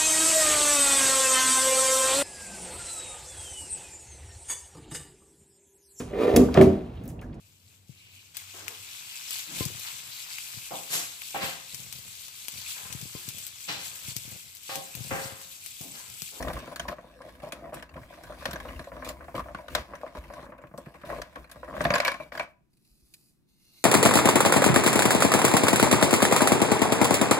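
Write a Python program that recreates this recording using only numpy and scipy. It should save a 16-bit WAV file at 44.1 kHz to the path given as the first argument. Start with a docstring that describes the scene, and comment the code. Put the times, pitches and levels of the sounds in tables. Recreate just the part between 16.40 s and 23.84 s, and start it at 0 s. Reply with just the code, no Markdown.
"""A small quiet room, a table, a stereo pair of microphones close by: fingers pry a toy car from its tray.
From the start hands rumble the table (low noise) and drag over the thin plastic (stick-slip noise), while
creases crackle, the tray snaps and soft knocks land (noise bursts through its resonances); the room answers.
Later the table thumps (short swinging tones). The metal car comes free in a burst of cracks and rings, then
is turned over quietly: skin slides on it (filtered friction noise) and its loose parts tick."""
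import sys
import numpy as np
from scipy import signal
from scipy.fft import rfft, irfft
from scipy.io import wavfile
from scipy.ndimage import uniform_filter1d

SR = 44100
rng = np.random.default_rng(int(sys.argv[2]) if len(sys.argv) > 2 else 0)


def int16_out(signal):
    """Quantize to a 16-bit WAV file."""
    q = np.round(np.clip(np.atleast_2d(signal).T, -1, 1) * 32767)
    wavfile.write(sys.argv[1], SR, q.astype(np.int16))


N = 328104

# broad colour of the thin plastic tray: (frequency [Hz], relative level [dB])
TRAY_COLOUR = [(60, -14.5), (150, 4), (300, -5), (410, -11), (520, -4.5), (620, 2), (700, -6.5), (930, -4),
               (1080, 2), (1350, -10.5), (1600, -9.5), (2350, -15), (2900, -19.5), (3700, -19.5),
               (7000, -29), (11000, -28.5), (16000, -34.5)]
# resonances of the tray: (frequency [Hz], width [Hz], height over the broad colour before scaling [dB])
TRAY_MODES = [(259.6, 16, 10.5), (342, 85, 9.5), (503, 42, 8.5), (578, 120, 6), (688, 52, 12.5),
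              (784, 20, 8.5), (984, 19, 9.5), (1180, 36, 2), (1487, 12, 3), (1553, 11, 6.5), (1674, 14, 8),
              (1750, 22, 1), (1900, 27, 6), (2239, 120, 2.5), (2150, 22, -1.5), (2520, 9.4, 5.5)]
# the tray's registers, ring, thud, clack, crack and tick: (T60 at length factor 1 [s], trim [dB],
# lingering share [dB], left-right likeness [0-1], left over right [dB])
REGISTERS = [(0.075, -7.5, -8.5, 0.93, 2.5), (0.12, -9.5, -4.5, 0.93, -0.5), (0.093, -8, -8.5, 0.15, 1.5),
             (0.081, -3, -10, 0.4, 2.5), (0.12, -4.5, -14, 0.3, 0)]
# range of each register, in the same order: (low edge [Hz], high edge [Hz])
REGISTER_EDGES = [(450, 1300), (90, 450), (1300, 2900), (2900, 7000), (7000, 17000)]
# how far the struck pocket and the buckling facet stand out: (width [Hz], height [dB])
POCKET, FACET = (100, 9.4), (330, 11)
LIFT_OFF_S = 6.03  # the hands start to leave the table and the tray


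def amp(db):
    """Decibels to gain."""
    return 10 ** (np.asarray(db) / 20)


def unit(x):
    """Scales to rms 1."""
    return x / np.sqrt(np.mean(x ** 2) + 1e-20)


def add(mix, s, sound):
    """Mixes a stereo sound in at time s."""
    part = mix[:, max(round(s * SR), 0):][:, :sound.shape[1]]
    part += sound[:, :part.shape[1]]


def follow(s, db):
    """A level curve as a gain for every sample."""
    return amp(np.interp(np.arange(N) / SR, s, db))


def response(points, modes=(), size=8192):
    """Causal (minimum-phase) impulse response of a broad spectrum with resonance peaks on it."""
    hz = abs(np.fft.fftfreq(size, 1 / SR))
    f, level = np.transpose(points)
    db = np.interp(np.log(hz + 1), np.log(f + 1), level)
    for centre, width, height in modes:
        db = db + height / (1 + (2 * (hz - centre) / width) ** 2)
    log_gain = signal.hilbert(np.log(amp(db))).conj()
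    return np.fft.ifft(np.exp(log_gain)).real[:size // 2]


def colour(x, taps):
    """Passes a stereo sound through an impulse response."""
    return signal.oaconvolve(x, taps[None], axes=1)[:, :x.shape[1]]


def band(x, edges):
    """Keeps one range of frequencies, with third-order slopes."""
    lo, hi = np.tan(np.pi * np.array(edges) / SR)
    w = np.tan(np.pi * np.fft.rfftfreq(len(x))) + 1e-9
    s = 1j * (w ** 2 - lo * hi) / (w * (hi - lo))
    return irfft(rfft(x) / ((s + 1) * (s ** 2 + s + 1)))


def pair(size, likeness, left_db):
    """Partly alike noise for the two microphones."""
    a, b = rng.standard_normal((2, size))
    c = np.clip(likeness, 0, 1)
    mid = np.sqrt((1 + c) / 2) * a
    side = np.sqrt((1 - c) / 2) * b
    return np.array([(mid + side) * amp(left_db / 2), (mid - side) * amp(-left_db / 2)])


def slips(per_s, spread_db, smooth, size=40):
    """Envelope of stick-slip friction: tiny jerks of uneven size over a smooth drag."""
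    sizes = amp(spread_db * np.minimum(rng.exponential(1, N), 3.5))
    jerks = (rng.random(N) < per_s / SR) * sizes
    rounded = unit(signal.lfilter(np.hanning(size), [1], jerks))
    return unit(np.sqrt(rounded ** 2 + smooth ** 2))


def wander(x, depth_db, size=256, order=(4, 22)):
    """The colour of a rub drifts as the contact point moves."""
    z = signal.stft(x, nperseg=size)[2]
    patches = rng.standard_normal(z.shape[1:])
    for axis, span in enumerate(order):  # smoothed over frequency, then over time
        patches = uniform_filter1d(uniform_filter1d(patches, span, axis), span, axis)
    drifting = z * amp(depth_db * unit(patches))
    return unit(signal.istft(drifting, nperseg=size)[1][:, :N])


def steady(x, size=3500):
    """Evens out the slow swells of a low noise, so that the hands set its level."""
    return x / np.sqrt(abs(uniform_filter1d((x ** 2).mean(0), size)) + 1e-20)


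def moves(rows, attack_s, release_s):
    """Gain of a series of hand movements (start, length, dB): each sets in, holds and dies away."""
    t = np.arange(0, N / SR + .002, .001)
    power = 0
    for start, length, db in rows:
        rise = np.clip((t - start) / attack_s + .5, 0, 1)
        fall = np.exp(-np.maximum(t - start - length, 0) / release_s)
        power = power + (amp(db) * rise * fall) ** 2
    return np.interp(np.arange(N) / SR, t, np.sqrt(power))


def room_tone(level_db=-68.5):
    """The quiet room: steady noise, mostly low, only partly alike in the two microphones."""
    # spectrum of the room: (frequency [Hz], relative level [dB])
    tone = [(20, -11.5), (55, -5.5), (90, -9), (140, -3), (250, -8.5), (340, -9.5), (480, -25.5),
            (700, -28.5), (1500, -33.5), (5000, -39.5), (16000, -42)]
    return amp(level_db) * unit(colour(pair(N, 0.28, 0.25), response(tone)))


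def leaning(attack_s=0.025, release_s=0.02, rest_db=-63):
    """How hard the hands press on the table, as a gain for every sample."""
    # a hand leans on the table: (start [s], length [s], weight [dB])
    leans = [(0.0, 0.18, -40), (0.39, 0.11, -47.5), (0.9, 0.14, -58.5), (1.16, 0.3, -58.5),
             (1.52, 0.14, -54), (1.83, 0.32, -53), (2.06, 0.25, -49), (2.28, 0.14, -48), (2.5, 0.24, -51),
             (2.64, 0.26, -53), (2.94, 0.18, -50.5), (3.13, 0.081, -55), (3.3, 0.11, -44), (3.47, 0.1, -58),
             (3.81, 0.098, -53.5), (3.89, 0.21, -58.5), (4.1, 0.55, -77), (4.66, 0.17, -50),
             (4.98, 0.046, -51), (5.17, 0.29, -55.5), (5.39, 0.13, -42), (5.52, .2, -62), (5.8, 0.31, -66)]
    return moves([*leans, (0, LIFT_OFF_S, rest_db)], attack_s, release_s)


def table_rumble(lean, level_db=1):
    """The table shakes under pressing hands: low noise through the table top, as strong as they lean."""
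    # spectrum of the table: (frequency [Hz], relative level [dB])
    spectrum = [(20, -16.5), (36, -23.5), (48, 1.5), (57, 2), (65, 5), (76, 4.5), (86, -14), (110, -6),
                (160, -37.5)]
    # lowest resonance of the table top: (frequency [Hz], width [Hz], height over the spectrum [dB])
    lowest_mode = [(56.3, 6.2, 14.5)]
    rumble = colour(pair(N, 0.94, 1.5), response(spectrum, lowest_mode))
    return steady(rumble) * amp(level_db) * lean


def tray_rubs(lean, attack_s=0.003, release_s=0.013, rest_db=-60.5, rest_grit_db=-26):
    """Fingers push and drag on the tray: low flexing, a stick-slip creak and a fine treble crinkle."""
    # a finger drags over the tray: (start [s], length [s], force [dB], grit over the force [dB])
    rubs = [(0.0, 0.11, -31, -19.5), (0.14, 0.2, -38, -13.5), (0.485, 0.041, -32, -19),
            (0.56, 0.44, -51, -13), (0.85, 0.047, -43, -17), (1.02, 0.07, -43, -11.5),
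            (1.15, 0.16, -40.5, -25), (1.33, 0.071, -35.5, -17), (1.56, 0.14, -52.5, -10.5),
            (1.7, 0.79, -47, -11), (1.985, 0.098, -49.5, -2.5), (2.06, 0.3, -40.5, -22),
            (2.53, 0.14, -39.5, -19.5), (2.655, 0.053, -36, -10), (2.76, 0.24, -46.5, -19),
            (2.95, 0.053, -29, -17), (3.04, 1, -50, -13.5), (3.3, 0.064, -45, -7), (3.35, 0.048, -36, -16),
            (3.49, 0.048, -42.5, -37), (3.75, 0.037, -36, -17), (3.82, 0.1, -46.5, -21),
            (3.92, 0.13, -43, -16), (4.07, 0.18, -49.5, -36), (4.4, 0.64, -51.5, -13),
            (4.65, 0.058, -40, -12), (4.69, 0.1, -35, -18), (4.96, 0.014, -35.5, -27),
            (5.14, 0.75, -51.5, -12.5), (5.28, 0.07, -36, -24.5), (5.35, 0.19, -32.5, -18.5),
            (5.53, 0.26, -57, -4), (5.8, 0.031, -42.5, -12.5), (5.925, 0.11, -40.5, -12)]
    s, length, force_db, grit_db = np.transpose([*rubs, (0, LIFT_OFF_S, rest_db, rest_grit_db)])
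    force = moves(zip(s, length, force_db), attack_s, release_s)
    grit = moves(zip(s, length, force_db + grit_db), attack_s, release_s)
    tray = response(TRAY_COLOUR, TRAY_MODES)

    # leaning on the table also flexes the tray
    push_db, lean_push_db = -12, -5.5
    flex = np.hypot(amp(push_db) * force, amp(lean_push_db) * lean)
    push = steady(colour(pair(N, 0.95, 0.73), band(tray, [100, 450]))) * flex

    # the car's edges catch and let go
    catches = slips(220, 2.6, .5)
    jerks = pair(N, 0.78, 2.1) * catches
    creak = wander(colour(jerks, band(tray, [430, 2200])), depth_db=4.5, size=512, order=(2, 6))

    # fine creases give way, partly with those catches
    drag = pair(N, .3, .5) * unit(.25 * catches + slips(700, 2.2, 1))
    crinkle = wander(colour(drag, band(tray, [2150, 17000])), depth_db=3.0, size=512, order=(3, 10))

    creak_db, crinkle_db = -7, 0.14
    return push + amp(creak_db) * force * creak + amp(crinkle_db) * grit * crinkle


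def echo(x, t60_s=0.39, level_db=-17.5, size=16000):
    """The small room returns a faint, dull tail: decaying noise, different in the two microphones."""
    # colour of the room's answer: (frequency [Hz], relative level [dB])
    echo_colour = [(100, -11), (400, 1.5), (900, 1.5), (1600, -1), (2100, -5.5), (2400, 1.5), (2900, -7.5),
                   (8000, -16), (16000, -25.5)]
    tail = colour(pair(size, .3, 0), response(echo_colour)) * amp(-60 * np.arange(size) / SR / t60_s)
    tail /= np.sqrt(np.mean(abs(rfft(tail)[:, :size // 16]) ** 2))  # mean gain 1 below about 2.8 kHz
    return amp(level_db) * signal.oaconvolve(x, tail, axes=1)[:, :N]


def lingering_tails(narrowing=0.38, build_up=1.4):
    """Steady noise on the tray's resonances, one per register, to draw the late tails of the blows from."""
    # late in a tail only the resonances are left, so they stand out more
    ringing = response(TRAY_COLOUR, np.array(TRAY_MODES) * [1, narrowing, build_up])
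    tails = []
    for edges, (*_, likeness, left_db) in zip(REGISTER_EDGES, REGISTERS):
        tails.append(unit(colour(pair(N, likeness, left_db), band(ringing, edges))))
    return tails


def struck_spot(own_modes, modal=0.79, facet_db=5.0, count=10):
    """The tray's first response at one spot: its own resonances, the whole tray's, and small facets nearby."""
    where, strength = rng.random((2, count))
    hz = 2400 * (15000 / 2400) ** where
    facets = np.transpose([hz, hz / 12, facet_db * (4 * strength - 1.5)])
    whole_tray = np.array(TRAY_MODES) * [1, 1, modal]
    return response(TRAY_COLOUR, [*own_modes, *whole_tray, *facets], size=4096)


def blow(levels, spot, tails, contact_hz, length, direct_db, hold_s, size=8000, count=441):
    """An impulse, its rebound and a quick noisy chatter, then a weak tail on the tray's resonances."""
    linger_t60_s = 0.23
    # a buckle overshoots and springs back: typical delay, and level against the first impulse
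    rebound_s, rebound_db = 0.0042, -6
    t, out = np.arange(size) / SR, np.zeros((2, size))
    soft = signal.butter(2, min(contact_hz, .4 * SR), fs=SR)  # a soft contact is dull
    spot = signal.lfilter(*soft, spot)
    # each spot lies at its own distance from the two microphones (delays in samples)
    arrival = rng.integers(0, 3, 2)
    rebound = round(rebound_s * SR * rng.uniform(.7, 1.3))
    start = rng.integers(N - size)
    dying = amp(-60 * t / linger_t60_s)
    for db, edges, tail, register in zip(levels, REGISTER_EDGES, tails, REGISTERS):
        t60, trim_db, linger_db, likeness, left_db = register
        decay = amp(-60 * np.maximum(t - hold_s, 0) / (t60 * max(length, .25)))
        force = pair(size, likeness, left_db) * decay
        impulse = amp(direct_db) * np.linalg.norm(force, axis=1)
        force[[0, 1], arrival] += impulse
        force[[0, 1], arrival + rebound] -= amp(rebound_db) * impulse
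        first = colour(force, band(spot, edges))
        first /= first[:, :count].std()  # the first 10 ms set the level
        lingering = amp(linger_db) * dying * tail[:, start:start + size]
        out += amp(db + trim_db) * (first + lingering)
    return out


def crackles(spread_db=-6, bright_db=-15.5, thud_db=-18):
    """Creases give way in random small cracks, each from another pocket and facet, as rows like the snaps'."""
    # showers of small cracks: (start [s], length [s], rate [1/s], mean strength [dB])
    showers = [(0.0, 5.3, 15, -47), (5.41, 0.33, 36, -35)]
    rows = []
    for start, length, per_s, db in showers:
        for when, force, pocket, facet in rng.random((int(length * per_s), 4)):
            strength = db + spread_db * (2 * force - 1)
            pocket_hz, facet_hz = 550 * 2 ** pocket, 1400 * 2 ** facet
            rows.append((start + when * length, strength, bright_db, thud_db, pocket_hz, facet_hz))
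    return rows


def snaps(tails, level_db=1.24, base_length=0.34):
    """Hard snaps and small cracks of the buckling sheet: bright blows, shorter the stronger they are."""
    # the tray buckles sharply: (time [s], strength [dB], brightness, treble over the strength [dB],
    # thud over the strength [dB], ring of the pocket [Hz], ring of the buckling facet [Hz])
    buckles = [(.026, -32, -7.5, -16, 643, 1950), (0.082, -29, -12.5, -1.5, 1140, 1350),
               (.132, -37, -6, -25, 625, 1600), (.189, -39.5, -7, -11, 620, 1600),
               (0.3598, -32, -6.5, -13, 1300, 1550), (.396, -26, -8, -11.5, 700, 1540),
               (0.481, -32, -14, -20, 684, 1820), (0.484, -25.5, -13.5, -11, 1140, 1820),
               (.817, -38.5, -16.5, -21, 1140, 1680), (1.122, -31, -6, -31, 650, 2480),
               (1.13, -37.5, -9, 0.5, 610, 2420), (1.343, -42, -1.5, -2, 614, 2590),
               (1.425, -33.5, -12.5, -10, 1230, 1840), (1.565, -32, -31, -7, 555, 1390),
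               (1.632, -38.5, -27, -27, 606, 1950), (1.724, -39.5, -28, -14, 600, 1600),
               (1.836, -39.5, -11, -12, 640, 1580), (2.055, -20, -12, -19, 545, 1510),
               (2.11, -32.5, -7.5, -18, 550, 1410), (2.132, -32.5, -6, 2, 620, 1645),
               (2.158, -25, -20, -32, 630, 1570), (2.201, -32, -14.5, -22, 800, 1750),
               (2.286, -32, -18.5, -13, 540, 1500), (2.393, -30.5, -15.5, -4, 660, 1780),
               (2.647, -36.5, -5, -17, 644, 2140), (2.689, -36, -1.5, -16, 600, 1990),
               (2.953, -31.5, -15, -0.5, 668, 1420), (3.147, -25.5, -22, -9.5, 1150, 1430),
               (3.282, -31, -15.5, -23, 1210, 1430), (3.35, -17, -8.5, -28, 720, 3920),
               (3.553, -36.5, -14.5, -8, 970, 1820), (3.936, -38, -14, -18, 600, 1560),
               (4.377, -46.5, -2, -18, 580, 1400), (4.8171, -28, -12, -22, 1310, 1580),
               (4.957, -29.5, -21, -15.5, 1090, 1500), (5.097, -44.5, -12.5, -15.5, 1100, 1500),
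               (5.114, -43, -3, -20, 630, 1640), (5.406, -14, -30.5, -12, 596, 1670),
               (5.414, -35, -4.5, 8, 600, 1620), (5.441, -32, -6, -9.5, 699, 1600),
               (5.451, -12, -22.5, -8.5, 696, 1810), (5.5037, -12, -22.5, -14.5, 570, 1710),
               (5.5381, -13.5, -14.5, -17.5, 612, 1810), (5.5455, -26.5, -8.5, -16, 620, 2300),
               (5.554, -20, -9, -22, 1064, 1610), (5.559, -13.5, -21, -18.5, 1064, 1750),
               (5.5809, -23, -10.5, -9.5, 1060, 1530), (5.601, -14.5, -15, -23.5, 637, 2255),
               (5.6189, -29, -15, -24.5, 1073, 1900), (5.649, -22, -8, -36, 732, 1980),
               (5.659, -20.5, -17, -21.5, 678, 2500), (5.671, -27, -8.5, -16.5, 620, 2100),
               (5.679, -16, -12, -31.5, 1020, 1740), (5.686, -19.5, -21.5, -32.5, 1030, 1730),
               (5.717, -26.5, -12, -16, 1070, 2275), (5.742, -28, -17.5, -18, 1080, 1780),
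               (5.92, -26.5, -27, -36.5, 603, 2250), (5.951, -26, -23.5, -32, 629, 1650),
               (5.975, -26, -16, -33, 650, 1570), (5.996, -19, -18.5, -30.5, 670, 2275),
               (6.007, -21, -36, -32, 710, 1550)]
    # what all snaps share, for ring, clack, crack and tick: (level over the strength [dB], gain per dB of
    # brightness [dB], gain per dB over an ordinary snap [dB]); big buckles sound lower
    snap_shape = [(-3.5, 0.18, 0.13), (0.5, 0.2558, 0), (-1, 1.0, 0.1527), (0, 1.49, -0.1542)]
    ordinary_db, length_per_db = -29, -0.0133
    shape_db, tilt, growth = np.transpose(snap_shape)
    out = np.zeros((2, N))
    for s, db, bright_db, thud_db, pocket_hz, facet_hz in [*buckles, *crackles()]:
        over_db = db - ordinary_db
        ring, clack, crack, tick = db + shape_db + tilt * bright_db + growth * over_db
        levels = [ring, db + thud_db, clack, crack, tick]
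        spot = struck_spot([(pocket_hz, *POCKET), (facet_hz, *FACET)])
        length = base_length + length_per_db * over_db
        sound = blow(levels, spot, tails, contact_hz=16600, length=length, direct_db=-8.0, hold_s=0.003)
        add(out, s, amp(level_db) * sound)
    return out


def knocks(tails, level_db=-6):
    """The car and fingertips bump the tray: a soft contact excites only ring, thud and clack, dully."""
    # soft bumps: (time [s], strength [dB], thud over it [dB], clack over it [dB], ring of the pocket [Hz])
    bumps = [(.068, -27, 5, -22, 1080), (.102, -26, -24, 0, 610), (.167, -35, -24, 11, 1060),
             (.226, -28.5, -2, -11, 600), (0.277, -30.5, -5, -2, 555), (.317, -30, -20, -13, 625),
             (0.453, -27, -24, -22, 1070), (.518, -24.5, -16, -12, 600), (.584, -30, -5, -5, 667),
             (.643, -34, -9, -23, 647), (.804, -33, -9, -20, 570), (.874, -34, -17, -20, 615),
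             (1.032, -21, -8, -30, 600), (1.049, -36, -11, -25, 620), (1.07, -26, -14, -20, 635),
             (1.087, -31, -7, -20, 630), (1.222, -38, 3, -6, 620), (1.256, -33.5, 1, -4, 607),
             (1.324, -30, -25, -8, 577), (1.405, -38, -18, -5, 630), (1.509, -40.5, -2, -7, 600),
             (1.556, -28.5, -4, -16, 537), (1.575, -28.5, -8, -22, 556), (1.897, -27, -8, -12, 610),
             (1.922, -30.5, -15, -1.5, 714), (2.023, -30.5, -26, -1, 557), (2.085, -28, 3, -12, 675),
             (2.252, -24, -29, -8, 580), (2.471, -26, -32, -17, 540), (2.518, -28.5, -21, -1, 543),
             (2.566, -30, -7, -2, 590), (2.624, -29, -16, 3, 640), (2.7, -23, -21, -11, 612),
             (2.726, -35, -12, -7, 600), (2.808, -31.5, -22, -0.5, 610), (2.882, -27.5, -7, -4, 695),
             (2.9435, -19, -5.5, -16, 530), (2.999, -32, -23, 5.5, 1180), (3.058, -28.5, -30, -11, 550),
             (3.085, -28.5, -12, -3.5, 605), (3.107, -29, -23, -15, 580), (3.188, -28.5, -16, -25, 613),
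             (3.361, -22, -22, -5, 703), (3.381, -22.5, -30, -2, 686), (3.498, -37, -14, -10, 585),
             (3.535, -26, -8.5, 0, 570), (3.633, -20, -19, -23, 562), (3.664, -29.5, -7, -1, 656),
             (3.754, -27.5, -8, -5.5, 545), (3.901, -26.5, -29, -6.5, 560), (3.993, -30, -14, -4.5, 610),
             (4.03, -33, 1, -3, 582), (4.064, -37.5, -3, -1.5, 586), (4.091, -35.5, 0, -11, 603),
             (4.121, -33, -3, 0, 575), (4.187, -35.5, -14, -4, 580), (4.238, -29.5, -2, -5, 617),
             (4.313, -39.5, 0, -6, 656), (4.339, -27.5, -5, -16, 620), (4.38, -24, -3.5, -15, 593),
             (4.465, -40.5, 10, 2, 434), (4.547, -36, -4, -4, 600), (4.635, -30, -1, -2, 587),
             (4.701, -21.5, -23, -2.5, 570), (4.725, -20, -21, -9, 1060), (4.759, -27, -10, -16, 574),
             (4.788, -44, -14, 12, 584), (5.159, -33.5, -2.5, -6, 577), (5.231, -25, -22, -4, 567),
             (5.278, -29, -6, -6, 580), (5.339, -27.5, -13, -1.5, 680), (5.366, -23.5, -21, -2, 647),
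             (5.469, -21.5, -2, -8, 725), (5.526, -23.5, 2, -10, 1080), (5.631, -26, -12, 8.5, 1020),
             (5.8, -22.5, -10, -8, 633)]
    out = np.zeros((2, N))
    for s, db, thud_db, clack_db, pocket_hz in bumps:
        levels = [db, db + thud_db, db + clack_db]
        spot = struck_spot([(pocket_hz, *POCKET)])
        sound = blow(levels, spot, tails, contact_hz=770, length=0.9, direct_db=-2.0, hold_s=0.0011)
        add(out, s, amp(level_db) * sound)
    return out


def table_bumps(peak_cycles=0.82, size=8000):
    """Each jolt swings the table top for a few cycles, alike in both microphones."""
    # a hand or the tray jolts the table: (time [s], level [dB], pitch [Hz])
    jolts = [(1.536, -45, 75), (1.612, -40.5, 114), (2.355, -39, 68), (3.016, -40, 70), (3.155, -40, 248),
             (3.778, -34, 61.4), (4.468, -37, 160), (5.503, -29, 170), (6.503, -55.5, 45.8),
             (6.622, -56, 55)]
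    out = np.zeros((2, N))
    for s, db, hz in jolts:
        cycles = hz * np.arange(size) / SR
        swell = cycles / peak_cycles
        envelope = (swell * np.exp(1 - swell)) ** 2
        add(out, s, amp(db) * np.tile(envelope * np.sin(2 * np.pi * cycles), (2, 1)))
    return out


def car_ring(t60_s=0.18, tail_t60_s=0.42, tail_db=-26.5, size=16000):
    """The metal body rings briefly and roughly, noise through its resonances, then fades in a thin tail."""
    # the freed car's body flicks past the tray's rim: (time [s], level [dB])
    flicks = [(5.649, -24.5), (5.678, -30), (5.802, -44.5), (5.995, -35)]
    # resonances of the body: (frequency [Hz], width [Hz], height [dB])
    body_modes = [(2265, 90, 13), (2210, 110, 3.5), (2346, 130, 18.5), (2680, 120, 3.5)]
    t, out = np.arange(size) / SR, np.zeros((2, N))
    body = band(response([(20, 0), (20000, 0)], body_modes), [1800, 2900])
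    dying = amp(-60 * t / t60_s) + amp(tail_db - 60 * t / tail_t60_s)
    for s, db in flicks:
        add(out, s, amp(db) * dying * unit(colour(pair(size, 0.77, 1.9), body)))
    return out


def car_in_hand(click_t60_s=0.038, click_db=-6, skin_db=2, click_hold_s=0.0047, size=4000, count=441):
    """Fingertips slide over the freed car, whose ring changes with the grip, and its loose wheels tick."""
    # skin sliding on the car: (time [s], level before skin_db [dB])
    slide = [(6.3, -86), (6.43, -77), (6.47, -71.5), (6.6, -73), (6.75, -67.5), (6.89, -69.5), (6.97, -82),
             (7.06, -89.5), (7.095, -73), (7.16, -75), (7.23, -67), (7.321, -65.5), (7.385, -59.5),
             (7.44, -61.5)]
    # small clicks of the car in the fingers: (time [s], level before click_db [dB])
    clicks = [(6.332, -65.5), (6.37, -64), (6.449, -62.5), (6.7384, -42)]
    # spectra of the sliding skin and of the clicking car: (frequency [Hz], relative level [dB])
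    skin = [(400, -15), (900, -15.5), (1600, -19), (2200, -14), (2700, -8.5), (3150, -8), (4300, -3.5),
            (7000, -10), (11000, -6.5), (14500, -8.5), (16000, -32.5)]
    car = [(400, -26), (1000, -28), (1750, -11), (2050, -6.5), (2440, -2), (3300, -5), (4520, 2.5),
           (5380, -11.5), (10400, -5), (15300, -14), (16000, -25)]
    # base plate and wheels, held loosely, then pinched at both ends: (frequency [Hz], width [Hz], height [dB])
    plate_loose = [(2510, 150, 7), (3200, 660, -7.5), (5040, 170, 4), (7660, 660, 2.5), (10500, 450, 5.5)]
    plate_pinched = [(2130, 160, 13), (2760, 180, 9), (3150, 260, -7), (4200, 930, 7), (6400, 300, 7),
                     (10280, 310, 3)]
    regrip_s = 7.03

    s, slide_db = np.transpose(slide)
    t = np.arange(N) / SR
    drag = pair(N, 0.51, -0.41) * slips(500, 1.8, 1.9)
    loose = unit(colour(drag, response(skin, plate_loose)))
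    pinched = unit(colour(drag, response(skin, plate_pinched)))
    sliding = wander(np.where(t < regrip_s, loose, pinched), depth_db=2.0, size=512, order=(3, 12))
    out = sliding * follow(s, slide_db + skin_db) * (t > s[0])

    shape = amp(-60 * np.maximum(t[:size] - click_hold_s, 0) / click_t60_s)
    shape = shape + 0.041 * shape ** 0.16  # with a weak, slower tail
    for at, db in clicks:
        tick = colour(pair(size, 0.45, -0.17) * shape, response(car, plate_loose))
        add(out, at, tick * amp(db + click_db) / tick[:, :count].std())
    return out


def scene():
    """Table, tray and car over a quiet room; the hands and the tray are what the room answers."""
    room = room_tone()
    lean = leaning()
    tails = lingering_tails()
    handled = table_rumble(lean) + tray_rubs(lean) + snaps(tails) + knocks(tails)
    car = car_ring() + car_in_hand()
    return handled + echo(handled) + table_bumps() + car + room


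def record(dry, turn_hz=3500, sharpness=1.7, cutoff_hz=15750):
    """The right microphone lags the left through the middle range (an all-pass); then the band limit."""
    _, poles = signal.iirpeak(turn_hz, sharpness, fs=SR)
    microphones = np.array([dry[0], signal.lfilter(poles[::-1], poles, dry[1])])
    lowpass = signal.firwin(201, cutoff_hz, window=("kaiser", 8), fs=SR)
    return signal.oaconvolve(microphones, lowpass[None], "same", axes=1)


dry = scene()
out = record(dry)
int16_out(out)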